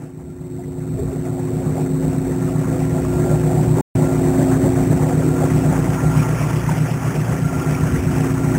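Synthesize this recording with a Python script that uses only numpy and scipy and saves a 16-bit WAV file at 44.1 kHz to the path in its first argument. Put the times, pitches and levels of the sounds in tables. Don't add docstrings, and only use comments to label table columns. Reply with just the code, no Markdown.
import sys
import numpy as np
from scipy import signal
from scipy.io import wavfile
from scipy.ndimage import uniform_filter1d

SR = 44100
rng = np.random.default_rng(int(sys.argv[2]) if len(sys.argv) > 2 else 0)


def digitize_waveform(pressure):
    field = np.atleast_2d(pressure).T
    bounded = np.clip(field, -1, 1)
    quanta = np.round(bounded * 32767).astype(np.int16)
    wavfile.write(sys.argv[1], SR, quanta)


def gain_from_decibels(decibels):
    exponent = np.asarray(decibels, float) / 20
    return 10 ** exponent


N = 378378
T = np.arange(N) / SR
TICKS = T[::128]

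SHAFT_HZ, BLADE_HZ, MAINS_HZ = 29.374, 77.39, 60.0
STROKE_S, BLADE_S = .00095, -.0008
CABINET_HZ, CABINET_WIDTH_HZ = 165, 30
DROPOUT_START_S, DROPOUT_END_S = 3.812, 3.9513
SLIP_S = .0696
CLOCK = T - SLIP_S * (T > DROPOUT_START_S)

# [multiple of the shaft rate, level/dB]
CABINET_TONES = [(2, -10.5), (3, -18.5), (4, 0), (6, -5.5)]
PANEL_TONES = [(8, -15.5), (9, 0.0), (10, -19.5)]
# [multiple of the blade rate, level/dB]
FAN_TONES = [(1, -17.5), (2, 0), (3, -41.5), (4, -18), (5, -23)]
# [multiple of the shaft rate, level/dB]
BRACKET_TONES = [(21, -15.5), (22, -9.5), (24, -11.5), (25, -12.5)]
# [multiple of the shaft rate, level/dB]
ROCKING_TONES = [(-2, -10), (2, -19), (4, -10.5), (5, -11), (10, -15)]
# [t/s, level/dB, length/s]
SWAY = [
    (.2, 0, .3),
    (2.7, -1.5, 0.24),
    (4.5, -0.5, 0.16),
    (5.0, -1, 0.12),
    (5.46, 2, .1),
    (6.9, -2, 0.45),
    (7.26, 4, 0.086),
    (7.56, -2, 0.09),
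    (7.95, 3.5, 0.16),
    (8.55, 3, 0.087),
]
# [t/s, level/dB, length/s]
SINGING = [(.25, -5, .3), (1.7, 5, .3), (2.7, 3, 0.14), (3.3, 8, 0.044), (3.65, -4, .15), (4.05, 4.5, .1),
           (5.3, 6.5, 0.16), (6.1, 8, 0.19), (6.66, 2, 0.11), (6.96, 3, 0.078), (7.26, -5, .08),
           (7.65, 9, 0.22), (8.4, 9, .1)]
# [t/s, level/dB, length/s]
SURGES = [(.48, 2, 0.056), (.9, 3, 0.077), (1.6, 1.5, .05), (1.72, 2, 0.048), (1.85, 0.5, 0.063),
          (2.05, 0, 0.054), (2.28, -3, 0.067), (2.85, 2, .1), (3.05, -3, 0.045), (3.35, 3, 0.059),
          (3.7, 3, .1), (3.98, 3, 0.07), (4.15, -2, 0.18), (4.65, -0.5, 0.11), (4.92, 2, 0.046),
          (5.08, 0, 0.067), (5.6, 2.5, 0.11), (5.99, -4.5, 0.029), (6.07, 2, 0.044), (6.15, 1.5, 0.085),
          (6.21, 3, .025), (6.27, -1.5, 0.038), (7.0, -4, 0.081), (7.45, 1.5, 0.049), (7.62, -4, .06),
          (7.8, 3, 0.13), (7.97, -4, 0.082), (8.12, 4.5, 0.051), (8.3, -1, 0.2), (8.55, 3, .06)]
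# [f/Hz, level/dB]
RUMBLE_COLOUR = [(85, -42), (110, -1), (155, -0.5), (200, -3.5), (250, -6.5), (330, -38)]
ROAR_COLOUR = [(200, -7), (270, -0.5), (310, 6), (340, 1.5), (385, 2.5), (450, -1.5), (520, -4.5),
               (620, -50)]
HISS_COLOUR = [(600, -19), (850, 0.5), (1200, -1), (1500, -3.5), (2000, -4.5), (2300, -12.5), (2700, -25)]
FIZZ_COLOUR = [(1900, -16.5), (2300, 4.5), (2700, 1), (3200, -4.5), (3600, -8.5), (4000, -39)]
# [f/Hz, level/dB]
RUSH_COLOUR = [(420, -7.5), (540, -0.5), (640, 1), (720, -1), (800, -2.5), (880, -5), (1080, -24)]
# [t/s, level/dB, length/s]
EDDIES = [(.6, 8, 0.034), (1.0, 2, 0.025), (1.25, -2, 0.059), (1.44, -1.5, 0.024), (1.63, 4, 0.067),
          (1.8, 10, 0.015), (1.95, -2.5, 0.059), (2.05, 9.5, 0.015), (2.4, -1, 0.21), (2.75, 1, 0.033),
          (3.0, -0.5, 0.027), (3.08, -5, 0.017), (3.27, 3, .06), (3.46, 1, 0.069), (3.64, 6, .03),
          (3.79, 10, 0.017), (4.0, 6, 0.059), (4.19, 0, 0.013), (4.3, 2.1, 0.1), (4.8, 0, .05),
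          (5.08, 6, 0.019), (5.5, 4, 0.033), (6.3, 5, 0.045), (6.57, -1.5, .03), (7.16, 5, 0.021),
          (7.3, 4.5, 0.036), (7.59, 2, 0.024), (7.71, 8, 0.023), (7.97, -4, 0.066), (8.4, -3, 0.36)]
# [t/s, peak level/dB, ring f/Hz, time to
# fall 60 dB/s]
TAPS = [(.59, -27.5, 700, .06), (0.987, -14.5, 398, 0.14), (1.022, -19.5, 462, 0.1),
        (1.118, -20.5, 401, 0.2), (1.575, -33, 680, 0.027), (1.804, -4, 190, 0.054), (2.04, -13, 167, 0.1),
        (2.074, -13, 202, 0.063), (2.816, -16, 750, 0.041), (3.262, -12, 746, 0.026),
        (3.951, -2.5, 123, 0.12), (4.197, -25, 795, .03), (5.845, -28.5, 645, 0.034),
        (6.026, -11, 156, 0.65), (6.691, -8, 926, 0.025)]
# [f/Hz, level/dB]
WIND_COLOUR = [(20, -21), (40, -22), (55, 1.5), (80, 8), (100, 6), (125, -9)]
# [t/s, level/dB, length/s]
GUSTS = [(.3, 8, 0.11), (.62, 11.5, 0.093), (1.0, 18, 0.075), (1.45, 3, .08), (1.72, 4, 0.11),
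         (2.2, 8, 0.14), (2.6, 0, 0.087), (2.8, -12, 0.023), (3.1, 9, 0.084), (3.38, -4, 0.07),
         (3.7, -1, 0.078), (4.15, -2, .06), (4.4, 1.5, .15), (4.76, 5, 0.053), (4.96, 6, 0.071),
         (5.4, 2, 0.037), (5.6, 0, 0.12), (5.8, 3, .1), (6.15, 3.5, 0.24), (6.58, 2, 0.09),
         (6.8, -4, 0.055), (7.2, 10, 0.038), (7.46, 5, .08), (7.96, 12.5, 0.16), (8.34, 2, 0.1),
         (8.55, 3, 0.096)]
# [t/s, automatic gain level/dB, shading of the panel 0-1, view of the coil 0-1]
CAMERA = [(0.0, -16, 0, 0.7), (0.15, -18, 0, 0.02), (0.7, -14, 0, 0), (1.0, -9.5, 0.03, 0),
          (1.35, -6.5, 0.07, 0.02), (1.75, -5, 0, 0.18), (2.3, -3.5, 0.15, 0.01), (2.9, -1, 0.27, 0.13),
          (3.8, 0, 0.16, 0.06), (4.5, 0.5, 0, 0.32), (5.1, 0.5, 0.23, 0.24), (5.7, 0, 0.29, 0.64),
          (6.05, -1, 0.41, 0.74), (6.35, -0.5, 0.94, 1), (6.8, -0.5, 1, .8), (7.4, -1.5, 0.82, 0.7),
          (7.9, -1, 0.75, 0.9), (8.57, 0, 0.42, 0.67)]


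def machine():
    beats = fifth_stroke() + fan()
    return cabinet(beats) + beats + panel() + motor() + bracket() + valve()


def fifth_stroke():
    return heard(-24.5, shade_db=1.5, view_db=0.3, surge=1.1) * stroke(5, 0, waver_db=0)


def fan():
    blades = sum(tone(k * BLADE_HZ, db, BLADE_S, waver_db=1.53) for k, db in FAN_TONES)
    return heard(-22, shade_db=-1.5, view_db=0.1, surge=1.0) * blades


def cabinet(beats):
    strokes = sum(stroke(k, db) for k, db in CABINET_TONES)
    return heard(-25.0, shade_db=0, view_db=0.2, surge=1.0) * strokes * beat_swell(beats, 0.14)


def panel():
    strokes = sum(stroke(k, db, waver_db=1.5) for k, db in PANEL_TONES)
    return heard(-21.0, shade_db=-9.5, view_db=0.45) * strokes


def motor():
    pull_hz = 6 * MAINS_HZ
    wobble_hz = BLADE_HZ / 4
    pull = tone(pull_hz, 0, waver_db=1.1) + tone(2 * pull_hz, -32)
    pull += tone(pull_hz - wobble_hz, -28.5) + tone(pull_hz + wobble_hz, -12.0)
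    return heard(-23.0, shade_db=-9, view_db=-5.9, own=SWAY) * pull


def bracket():
    buzz = sum(tone(k * SHAFT_HZ, db, rng.random(), waver_db=2.5) for k, db in BRACKET_TONES)
    buzz += sum(tone(6 * MAINS_HZ + k * SHAFT_HZ, db, rng.random(), waver_db=4.5)
                for k, db in ROCKING_TONES)
    return heard(-33, shade_db=-9, view_db=1.5, eddy=.4, lumpy_db=3, gated=0.16) * buzz


def valve():
    level = heard(-53, shade_db=0, view_db=7, lumpy_db=1.5, own=SINGING)
    broken = np.interp(T, TICKS, gain_from_decibels(3.2 * drift(45, low_hz=12)))
    return level * broken * tone(47 * SHAFT_HZ, 0, waver_db=3.5)


def stroke(multiple, db, waver_db=1.56):
    hz = multiple * SHAFT_HZ
    lag = np.pi + np.arctan(2 * (hz - CABINET_HZ) / CABINET_WIDTH_HZ)
    return tone(hz, db, STROKE_S + lag / (2 * np.pi * hz), waver_db)


def airflow(throb):
    rumble = heard(-25, shade_db=-2.1, view_db=-0.2, surge=0.44, gust=0.39, lumpy_db=-1.5, gated=.05)
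    rumble *= beat_swell(throb, 0.29) * turbulence(RUMBLE_COLOUR, patchy_db=-0.5, flicker_db=-0.5, size=2048)
    roar = heard(-28.5, shade_db=-4, view_db=-0.1, gust=0.192, eddy=0.28, lumpy_db=1.95, gated=.1)
    roar *= beat_swell(throb, 0.08) * turbulence(ROAR_COLOUR, patchy_db=2.5, flicker_db=1.05, size=2048)
    hiss = heard(-38.5, shade_db=-0.34, view_db=7.5, eddy=0.17, lumpy_db=1.11, gated=0.055)
    hiss *= beat_swell(throb, 0.0083) * turbulence(HISS_COLOUR, patchy_db=2.5, flicker_db=1.6, size=512)
    fizz = heard(-50, shade_db=2.9, view_db=7.5, eddy=0.29, lumpy_db=1.0)
    fizz *= turbulence(FIZZ_COLOUR, patchy_db=2.0, flicker_db=1.83, size=512)
    return rumble + roar + hiss + fizz


def guard():
    level = heard(-31.5, shade_db=-5.5, view_db=2.7, eddy=0.84, lumpy_db=0.7, gated=0.25)
    return level * turbulence(RUSH_COLOUR, patchy_db=2.5, flicker_db=2.33, size=1024)


def handling():
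    out, t = np.zeros(N), np.arange(5000) / SR
    for start_s, db, hz, fall_s in TAPS:
        ring = np.sin(2 * np.pi * hz * t)
        soft_start = 1 - np.exp(-t * hz * 0.64)
        out[round(start_s * SR):][:len(t)] += gain_from_decibels(db - 60 * t / fall_s) * soft_start * ring
    return out


def wind(throb):
    level = heard(-33.5, shade_db=-4.5, surge=.1, gust=1.01, lumpy_db=0.0)
    buffeting = turbulence(WIND_COLOUR, patchy_db=-0.7, flicker_db=-0.5, size=4096)
    return beat_swell(throb, 0.14) * level * buffeting


def tone(hz, db, start_s=0, waver_db=1.2):
    strength = np.sqrt(2) * gain_from_decibels(db + waver_db * drift(6))
    return np.interp(T, TICKS, strength) * np.cos(2 * np.pi * hz * (CLOCK - start_s))


def turbulence(colour, patchy_db, flicker_db, size):
    frames, hz = 4 * N // size + 5, np.fft.rfftfreq(size, 1 / SR)
    real, imag, patches = rng.standard_normal((frames, len(hz), 3)).T
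    patches = uniform_filter1d(patches, size=5, axis=0)
    patches = evened(uniform_filter1d(patches, size=7, axis=1))
    flicker = evened(uniform_filter1d(rng.standard_normal(frames), size=3))
    f, db = np.transpose(colour)
    shape_db = np.interp(np.log(hz + 1), np.log(f), db, left=-90, right=-90)[:, None]
    spectrum = (real + 1j * imag) * gain_from_decibels(shape_db + patchy_db * patches + flicker_db * flicker)
    return evened(signal.istft(spectrum, nperseg=size, noverlap=size * 3 // 4)[1][:N])


def beat_swell(hum, depth):
    quick = uniform_filter1d(uniform_filter1d(hum ** 2, size=1500), size=700)
    slow = uniform_filter1d(quick, size=11000)
    return (abs(quick) / (slow + 1e-12)) ** depth


def heard(db, shade_db=0, view_db=0, surge=0, gust=0, eddy=0, lumpy_db=0, gated=0, own=()):
    s, *columns = np.transpose(CAMERA)
    gain_db, shade, view = (np.interp(TICKS, s, c) for c in columns)
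    moved_db = surge * swells(SURGES) + gust * swells(GUSTS) + eddy * swells(EDDIES) + swells(own)
    moved_db = moved_db + shade_db * shade + view_db * view + lumpy_db * drift(14, low_hz=3)
    return np.interp(T, TICKS, gain_from_decibels(db + (1 + gated) * gain_db + moved_db))


def swells(rows):
    return sum(db * np.exp(-.5 * ((TICKS - s) / length) ** 2) for s, db, length in rows)


def drift(top_hz, low_hz=0.2978):
    hz = np.geomspace(low_hz, top_hz, num=24)[:, None]
    waves = np.sin(2 * np.pi * (hz * TICKS + rng.random(hz.shape)))
    return evened((waves / np.sqrt(hz)).sum(0))


def evened(x):
    return x / np.sqrt(np.mean(x ** 2) + 1e-20)


def scene():
    hum = machine()
    band = signal.butter(2, (125, 180), "band", fs=SR, output="sos")
    throb = signal.sosfiltfilt(band, hum)
    return (hum + airflow(throb) + guard() + handling() + wind(throb))[None]


def roll_off(x):
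    return signal.sosfilt(signal.butter(12, 16490, fs=SR, output="sos"), x)


def record(dry):
    rounded = np.tanh(dry)
    slow = signal.resample_poly(rounded, 80, 441, axis=1)
    held = slow[:, np.arange(N) * 80 // 441]
    outside_s = np.maximum(DROPOUT_START_S - T, T - DROPOUT_END_S)
    held = held * np.clip(outside_s / .0015, 0, 1)
    smooth = signal.oaconvolve(held, signal.firwin(31, 16500, fs=SR)[None], "same")
    edge = signal.firwin(1501, 15775, window=("kaiser", 9), fs=SR)
    mix = signal.oaconvolve(smooth, edge[None], "same")
    return roll_off(mix)


dry = scene()
out = record(dry)
digitize_waveform(out)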